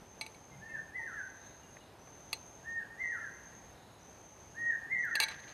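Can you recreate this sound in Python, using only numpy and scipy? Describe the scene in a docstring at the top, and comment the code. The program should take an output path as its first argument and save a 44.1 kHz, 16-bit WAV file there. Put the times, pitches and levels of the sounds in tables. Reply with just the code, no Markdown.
"""An insect already buzzes as we start: rasping noise on a rising tone, about once a second, over soft air.
Close by, a steel spoon knocks a small bowl: cracks of noise and decaying modes; later it bounces and slides,
then rattles. A koel calls three times from plantation trees: gliding sines smeared by echoes from the trunks.
Behind them are banded-noise chirrs, soft low bumps and ticks, sine peeps of distant birds, and shaped noise
for the open air, which alone differs between the two channels."""
import sys
import numpy as np
from scipy import signal
from scipy.fft import rfft, irfft, next_fast_len
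from scipy.io import wavfile
from scipy.ndimage import uniform_filter1d

SR = 44100
rng = np.random.default_rng(int(sys.argv[2]) if len(sys.argv) > 2 else 0)


def dump(signal):
    """Clip the signal to [-1, 1] and save it as 16-bit WAV at the path in sys.argv[1]."""
    limited = np.clip(np.atleast_2d(signal).T, -1, 1)
    pcm = np.round(limited * 32767).astype(np.int16)
    wavfile.write(sys.argv[1], SR, pcm)


N = 244269
TIME = np.arange(N) / SR  # s

# Koel in the trees; each whistle: (t/s from the call's start, f/Hz before the call's shift, relative level/dB)
# A level note with a glide at each end
KOEL_FIRST_NOTE = [(0, 1513, -66), (.025, 1772, -51), (.045, 1839, -44.5), (.13, 1852, -38),
                   (.16, 1820, -37), (.2, 1524, -49.5)]
# A higher note that breaks and falls
KOEL_SECOND_NOTE = [(.325, 1600, -59), (.355, 1880, -50), (.38, 2085, -34), (.4, 2075, -38),
                    (.415, 1915, -35.5), (.484, 1880, -39.5), (.514, 1560, -45.5), (.55, 1345, -44)]
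# A last downward slur
KOEL_SLUR = [(0.568, 1896, -36), (.585, 1802, -44.5), (.612, 1697, -39), (.642, 1550, -39),
             (0.659, 1494, -60)]
# Each call is higher and louder than the last:
# (start t/s, time stretch/1, pitch shift/semitones, first note level/dB, second note and slur level/dB)
KOEL_CALLS = [(.594, .965, -.45, -4.8, -2), (2.629, 1.0, -.03, -1.8, -1), (4.543, 1.0, .33, 4.2, 4.2)]

# Buzzing phrases of the near insect: (start t/s, length t/s, relative level/dB)
BUZZ_PHRASES = [(-.04, 0.95, -65), (0.959, 0.86, -62.5), (1.979, 0.78, -62.5), (2.977, 0.75, -62),
                (3.989, 0.827, -62.5), (4.962, .88, -60.5)]
# Course of one buzzing phrase: (t/s from its start, f/Hz, relative level/dB)
BUZZ_COURSE = [(0, 6020, -6), (0.059, 6150, -2.5), (0.129, 6260, -2), (0.379, 6215, 0), (0.52, 6340, -1),
               (.95, 6380, -6.5)]

# Ringing modes of the close spoon: (nominal f/Hz, relative level/dB, t60/s at ring length 1)
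SPOON_MODES = [(883, -7, .15), (2245, -1, 0.1), (4005, -1.5, 0.085), (6122, -10, 0.15), (8590, -7.5, 0.068),
               (11000, -20, 0.041), (14480, -17, .04)]
# Ringing modes of the close bowl: (nominal f/Hz, relative level/dB, t60/s at ring length 1)
BOWL_MODES = [(685, -9, 0.012), (1186, -9.5, 0.039), (2043, -7.5, 0.044), (2620, -1, 0.036),
              (2770, -9, 0.06), (3373, -11, 0.052), (3870, -16, 0.058), (4145, -15, 0.13),
              (4330, -2.5, 0.036), (4690, -4.5, 0.039), (6640, -9, 0.039), (8440, -16.5, 0.084),
              (9560, -11.5, 0.032), (10520, -8.5, 0.032), (11380, -11.5, 0.042), (13620, -17, 0.033)]
# Spoon meets bowl: (t/s, spoon ring level/dB, bowl ring level/dB, contact crack level/dB,
# f/Hz favoured by the point of contact, ring length/1 as a multiple of t60)
KNOCKS = [(0.211, -38.5, -39.5, -34, 2340, 1.05), (.2632, -48.5, -46.5, -44, 2300, 0.68),
          (.345, -56.5, -56, -61, 2300, .6), (2.329, -41.5, -26.5, -32.5, 4750, 0.73),
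          (5.1535, -39, -27.5, -32.5, 4440, 0.69), (5.2007, -27, -21.5, -22.5, 2498, 0.64),
          (5.2838, -40, -45, -39, 4030, 0.81)]
# One bounce: (spoon ring level/dB, bowl ring level/dB, crack level/dB, favoured f/Hz, ring length/1)
BOUNCE = (-32.5, -31.5, -36, 3300, 0.62)
# One rattle touch: (spoon ring level/dB, bowl ring level/dB, crack level/dB, favoured f/Hz, ring length/1)
RATTLE = (-56.5, -55, -59, 4000, 0.5)
# The spoon sliding over the bowl: (t/s, level/dB)
SLIDE = [(5.19, -90), (5.225, -74.5), (5.26, -63), (5.309, -46), (5.37, -61.5), (5.54, -58)]
BOUNCE_GAP_S, BOUNCE_SHRINK = .012, .72  # first gap; each gap as a share of the one before
RATTLE_FROM_S, RATTLE_GAP_S = 5.31, .09
TOUCH_S, TOUCH_DB = 0.99, -37  # a soft touch that rings the spoon's lowest mode; level before the mode's own

# Small dry ticks: (t/s, level/dB, centre f/Hz)
TICKS = [(1.768, -44.5, 1590), (2.074, -46, 1326), (5.051, -36.5, 11750)]
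TICK_WIDTH, TICK_CYCLES = 0.88, 41  # band width as a share of the centre; cycles to fall 60 dB

# Thin peeps of distant birds: (start t/s, first f/Hz, level/dB before the echoes)
PEEPS = [(.505, 2164, -61), (.68, 2175, -59), (0.684, 2723, -66), (1.616, 2940, -66.5),
         (1.795, 2969, -65.5)]
PEEP_S, PEEP_FALL = 0.0435, 0.067  # length; share by which the pitch falls

# Two insects further off, each at a steady pace.
# The higher chirr: (first middle t/s, period t/s, length t/s, centre f/Hz, width f/Hz, level/dB)
HIGH_CHIRR = (.32, .72, .28, 10080, 600, -79)
# The other chirr: (first middle t/s, period t/s, length t/s, centre f/Hz, width f/Hz, level/dB)
MIDDLE_CHIRR = (2.97, .985, .5, 6560, 270, -72)
# A lower, occasional chirr: (middle t/s, length t/s, level/dB)
LOW_CHIRRS = [(1.5, .4, -72), (1.84, 0.243, -70), (3.88, .5, -70.5)]
LOW_CHIRR_HZ, LOW_CHIRR_WIDTH_HZ = 3878, 600

# Soft low bumps: (middle t/s, length t/s, level/dB)
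BUMPS = [(.027, .025, -48), (.57, .15, -56), (.8, .14, -59), (1.75, .08, -63), (4.96, 0.1226, -56)]
BUMP_HZ, BUMP_WIDTH_HZ = 150, 80

# Spectrum of the open air: (f/Hz, relative level/dB per Hz)
AIR_SPECTRUM = [(20, -28), (45, -4), (100, 0), (270, -5), (560, -5.5), (850, -5.5), (1100, -11),
                (1900, -16), (3200, -21.5), (5500, -26), (7500, -30), (10300, -29.5), (13800, -34)]
AIR_DB, AIR_TOP_HZ = -56.5, 14100
RECORDER_TOP_HZ = 16100


def undb(db):
    """Decibels to gain."""
    return 10 ** (np.asarray(db) / 20)


def unit(x):
    """Scale to rms 1."""
    return x / np.sqrt(np.mean(x ** 2))


def colour(x, points):
    """Shape a spectrum by (f/Hz, level/dB) points, joined along log frequency."""
    hz, db = np.transpose(points)
    f = np.fft.rfftfreq(len(x), 1 / SR)
    gain = undb(np.interp(np.log(np.maximum(f, 1)), np.log(hz), db))
    return irfft(rfft(x) * gain, len(x))


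def band_noise(hz, width_hz):
    """Noise in one bell-shaped band, rms 1."""
    size = next_fast_len(N)
    f = np.fft.rfftfreq(size, 1 / SR)
    bell = np.exp(-2 * ((f - hz) / width_hz) ** 2)
    return unit(irfft(rfft(rng.standard_normal(size)) * bell, size)[:N])


def low_pass(x, hz):
    """Steep low-pass."""
    return signal.sosfilt(signal.ellip(8, .2, 70, hz, fs=SR, output="sos"), x)


def walk(rate):
    """Smooth random course, rms 1, with a fresh value rate times a second."""
    k = int(SR / rate)
    steps = np.repeat(rng.standard_normal(N // k + 1), k)
    return unit(uniform_filter1d(steps, k)[:N])


def fade(t, t60):
    """A decay of 60 dB in t60 seconds."""
    return np.exp(-np.log(1000) * t / t60)


def add(out, s, x):
    """Mix x into out from time s."""
    i = int(s * SR)
    out[i:i + len(x)] += x[:max(len(out) - i, 0)]


def swells(rows, hz, width_hz):
    """A band of noise that swells and dies away at each (middle t/s, length t/s, level/dB)."""
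    level = np.zeros(N)
    for middle, length, db in rows:
        level += undb(db) * np.cos(np.pi * np.clip((TIME - middle) / length, -.5, .5))
    return level * band_noise(hz, width_hz)


def grove(x, early_db, early_t60, late_db, late_t60):
    """Direct sound, a shower of echoes from nearby trunks, and a diffuse tail from the foliage."""
    t = TIME[:SR]
    hits = rng.random(SR) < 1200 / SR  # 1200 echoes a second on average
    trunks = rng.choice([-1, 1], SR) * hits * fade(t, early_t60) * (t > .008)
    leaves = rng.standard_normal(SR) * fade(t, late_t60) * np.minimum(t / 0.019, 1)
    echo = undb(early_db) * unit(trunks) + undb(late_db) * unit(leaves)
    return x + signal.fftconvolve(x, echo / np.sqrt(SR))[:N]


def koel(waver=0.004115, flutter_db=2.3, overtone_db=-48, gain_db=-2.0):
    """An almost pure whistle glides through two notes and a slur, with slight random pitch and level flutter."""
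    out = np.zeros(N)
    tremble = 1 + waver * walk(120)
    flutter = undb(flutter_db * walk(70))
    for start, stretch, semitones, first_db, second_db in KOEL_CALLS:
        age = (TIME - start) / stretch
        parts = ((KOEL_FIRST_NOTE, first_db), (KOEL_SECOND_NOTE, second_db), (KOEL_SLUR, second_db))
        for note, level_db in parts:
            s, hz, db = np.transpose(note)
            hz = hz * 2 ** (semitones / 12)
            pitch = uniform_filter1d(np.interp(age, s, hz), int(0.009 * SR)) * tremble
            sounding = (age > s[0]) * (age < s[-1])
            effort = undb(level_db + np.interp(age, s, db)) * sounding
            effort = uniform_filter1d(effort, int(0.005 * SR))
            phase = 2 * np.pi * np.cumsum(pitch) / SR
            tone = np.sin(phase) + undb(overtone_db) * np.sin(2 * phase)
            whistle = np.sqrt(2) * effort * flutter * tone
            # the bird moves its head, so every whistle meets its own pattern of echoes
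            out += grove(whistle, early_db=-0.5, early_t60=0.35, late_db=-7.0, late_t60=1.312)
    return undb(gain_db) * out


def spoon_and_bowl(grain_db=3):
    """Knocks, plus a slide from just before the hardest one: noise of uneven grain, duller than a knock."""
    rubbing = [(200, -8.5), (1200, -0.5), (2300, 2), (3200, -5.5),
               (4100, -2.5), (5200, -11.0), (9000, -25), (14000, -39)]  # (f/Hz, level/dB)
    catches = colour(rng.standard_normal(N) * undb(grain_db * walk(300)), rubbing)
    s, db = np.transpose(SLIDE)
    slide_level = undb(np.interp(TIME, s, db)) * (TIME > s[0])
    return knocks() + slide_level * unit(catches)


def knocks(crack_t60=0.017, tail_db=-25, tail_t60=0.25, firm_db=-33, brightening=0.7):
    """Each knock is a short crack that sets spoon and bowl ringing, with a faint echo from the stove."""
    out, t = np.zeros(N), TIME[:SR // 2]
    contact = [(150, -13), (750, 0), (1450, -9.5), (2450, 6), (3000, -4), (4500, 2.0),
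               (5300, -10.0), (6600, -9.5), (11000, -13), (15000, -20)]  # (f/Hz, level/dB)
    for s, spoon_db, bowl_db, crack_db, favoured_hz, free in contacts():
        # a harder blow makes a shorter contact, with more top
        top_db = brightening * max(crack_db - firm_db, 0)
        noise = unit(colour(rng.standard_normal(len(t)), contact))
        crack = colour(noise, [(8000, 0), (15000, top_db)]) * fade(t, crack_t60)
        echo = undb(tail_db) * colour(noise, [(9000, 4.5), (15000, -12)]) * fade(t, tail_t60)
        impact = (crack + echo) * np.minimum(t / 0.001, 1)
        spoon = ring(SPOON_MODES, t, rise_s=0.00062, favoured_hz=favoured_hz, free=free)
        bowl = ring(BOWL_MODES, t, rise_s=0.0011, favoured_hz=favoured_hz, free=free)
        add(out, s, undb(spoon_db) * spoon + undb(bowl_db) * bowl + undb(crack_db) * impact)
    touch = ring(SPOON_MODES[:1], t, rise_s=0.014, favoured_hz=SPOON_MODES[0][0], free=1)
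    add(out, TOUCH_S, undb(TOUCH_DB) * touch)
    return out


def contacts(count=6):
    """Every knock, quickening bounces after the hardest one, then a loose rattle."""
    hardest_s = max(KNOCKS, key=lambda knock: knock[2])[0]  # loudest bowl ring
    bounces = hardest_s + np.cumsum(BOUNCE_GAP_S * BOUNCE_SHRINK ** np.arange(count))
    uneven = np.arange(count) + .08 * rng.standard_normal(count)
    rattles = RATTLE_FROM_S + RATTLE_GAP_S * uneven
    return KNOCKS + [(s, *BOUNCE) for s in bounces] + [(s, *RATTLE) for s in rattles]


def ring(modes, t, rise_s, favoured_hz, free, favour_db=4, detune=0.0043):
    """Decaying modes build up over rise_s; the contact point lifts those near one pitch, free scales all t60."""
    hz, db, t60 = np.transpose(modes)[:, :, None]
    hz = hz * (1 + detune * rng.standard_normal(hz.shape))
    db = db + favour_db * np.exp(-(np.log(hz / favoured_hz) / 0.3) ** 2)
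    waves = np.sin(2 * np.pi * (hz * t + rng.random(hz.shape)))
    build_up = 1 - np.exp(-t / rise_s)
    return np.sum(undb(db) * fade(t, t60 * free) * waves, axis=0) * build_up


def insect(pulse_hz=50.2, throb=0.39, width_hz=320, skirt_db=-17, skirt_hz=900):
    """A pulsing, rasping noise band rides on a tone that rises through each phrase, echoed by the grove."""
    tones = np.zeros(N)
    s, hz, db = np.transpose(BUZZ_COURSE)
    rasp = band_noise(0, width_hz) + undb(skirt_db) * band_noise(0, skirt_hz)
    rate = pulse_hz * (1 + 0.013 * walk(9))
    pulses = 1 + throb * np.cos(2 * np.pi * np.cumsum(rate) / SR)
    for start, length, level_db in BUZZ_PHRASES:
        age = TIME - start
        gate = np.clip(np.minimum(age / 0.0092, (length - age) / 0.043), 0, 1)
        tone = np.sin(2 * np.pi * np.cumsum(np.interp(age, s, hz)) / SR)
        tones += gate * undb(level_db + np.interp(age, s, db)) * tone
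    return grove(tones * rasp * pulses, early_db=2.5, early_t60=0.25, late_db=-4.5, late_t60=1.0)


def ticks():
    """Tiny bursts of banded noise that die at once, the higher the sooner."""
    out, t = np.zeros(N), TIME[:SR // 10]
    attack = 1 - np.exp(-t / .0006)
    for s, db, hz in TICKS:
        burst = band_noise(hz, TICK_WIDTH * hz)[:len(t)]
        add(out, s, undb(db) * attack * fade(t, TICK_CYCLES / hz) * burst)
    return out


def far_birds():
    """Short falling sine whistles, half lost in the foliage."""
    out = np.zeros(N)
    for s, hz, db in PEEPS:
        pitch = hz * np.linspace(1, 1 - PEEP_FALL, int(PEEP_S * SR))
        whistle = np.sqrt(2) * np.sin(2 * np.pi * np.cumsum(pitch) / SR)
        add(out, s, undb(db) * np.hanning(len(pitch)) * whistle)
    return grove(out, early_db=-3.5, early_t60=.3, late_db=-7, late_t60=0.77)


def far_insects():
    """Faint chirrs of swelling noise: two insects keep their own pace, a third joins in now and then."""
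    out = swells(LOW_CHIRRS, LOW_CHIRR_HZ, LOW_CHIRR_WIDTH_HZ)
    for first, period, length, hz, width_hz, db in (HIGH_CHIRR, MIDDLE_CHIRR):
        rows = [(middle, length, db) for middle in np.arange(first, N / SR, period)]
        out += swells(rows, hz, width_hz)
    return out


def bumps():
    """Soft low bumps: brief swells of low noise."""
    return swells(BUMPS, BUMP_HZ, BUMP_WIDTH_HZ)


def air(flicker_db=.5, side_db=-28):
    """The open air: flickering shaped noise, nearly alike in both channels, spread most in the treble."""
    mid = unit(colour(rng.standard_normal(N), AIR_SPECTRUM))
    side = unit(colour(rng.standard_normal(N), AIR_SPECTRUM))
    side = colour(side, [(30, 9), (70, -1.5), (300, 0.5), (1000, -11.5), (2500, 7), (10000, 23.5)])
    level = undb(AIR_DB + flicker_db * walk(14))
    spread = undb(side_db) * side * np.array([[1], [-1]])  # opposite sign left and right
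    return low_pass(level * (mid + spread), AIR_TOP_HZ)


def scene():
    """All sources sit in the centre of the stereo air."""
    near = koel() + spoon_and_bowl() + insect() + ticks()
    return near + far_birds() + far_insects() + bumps() + air()


def record(dry):
    """The recorder cuts the top."""
    return low_pass(dry, RECORDER_TOP_HZ)


dry = scene()
out = record(dry)
dump(out)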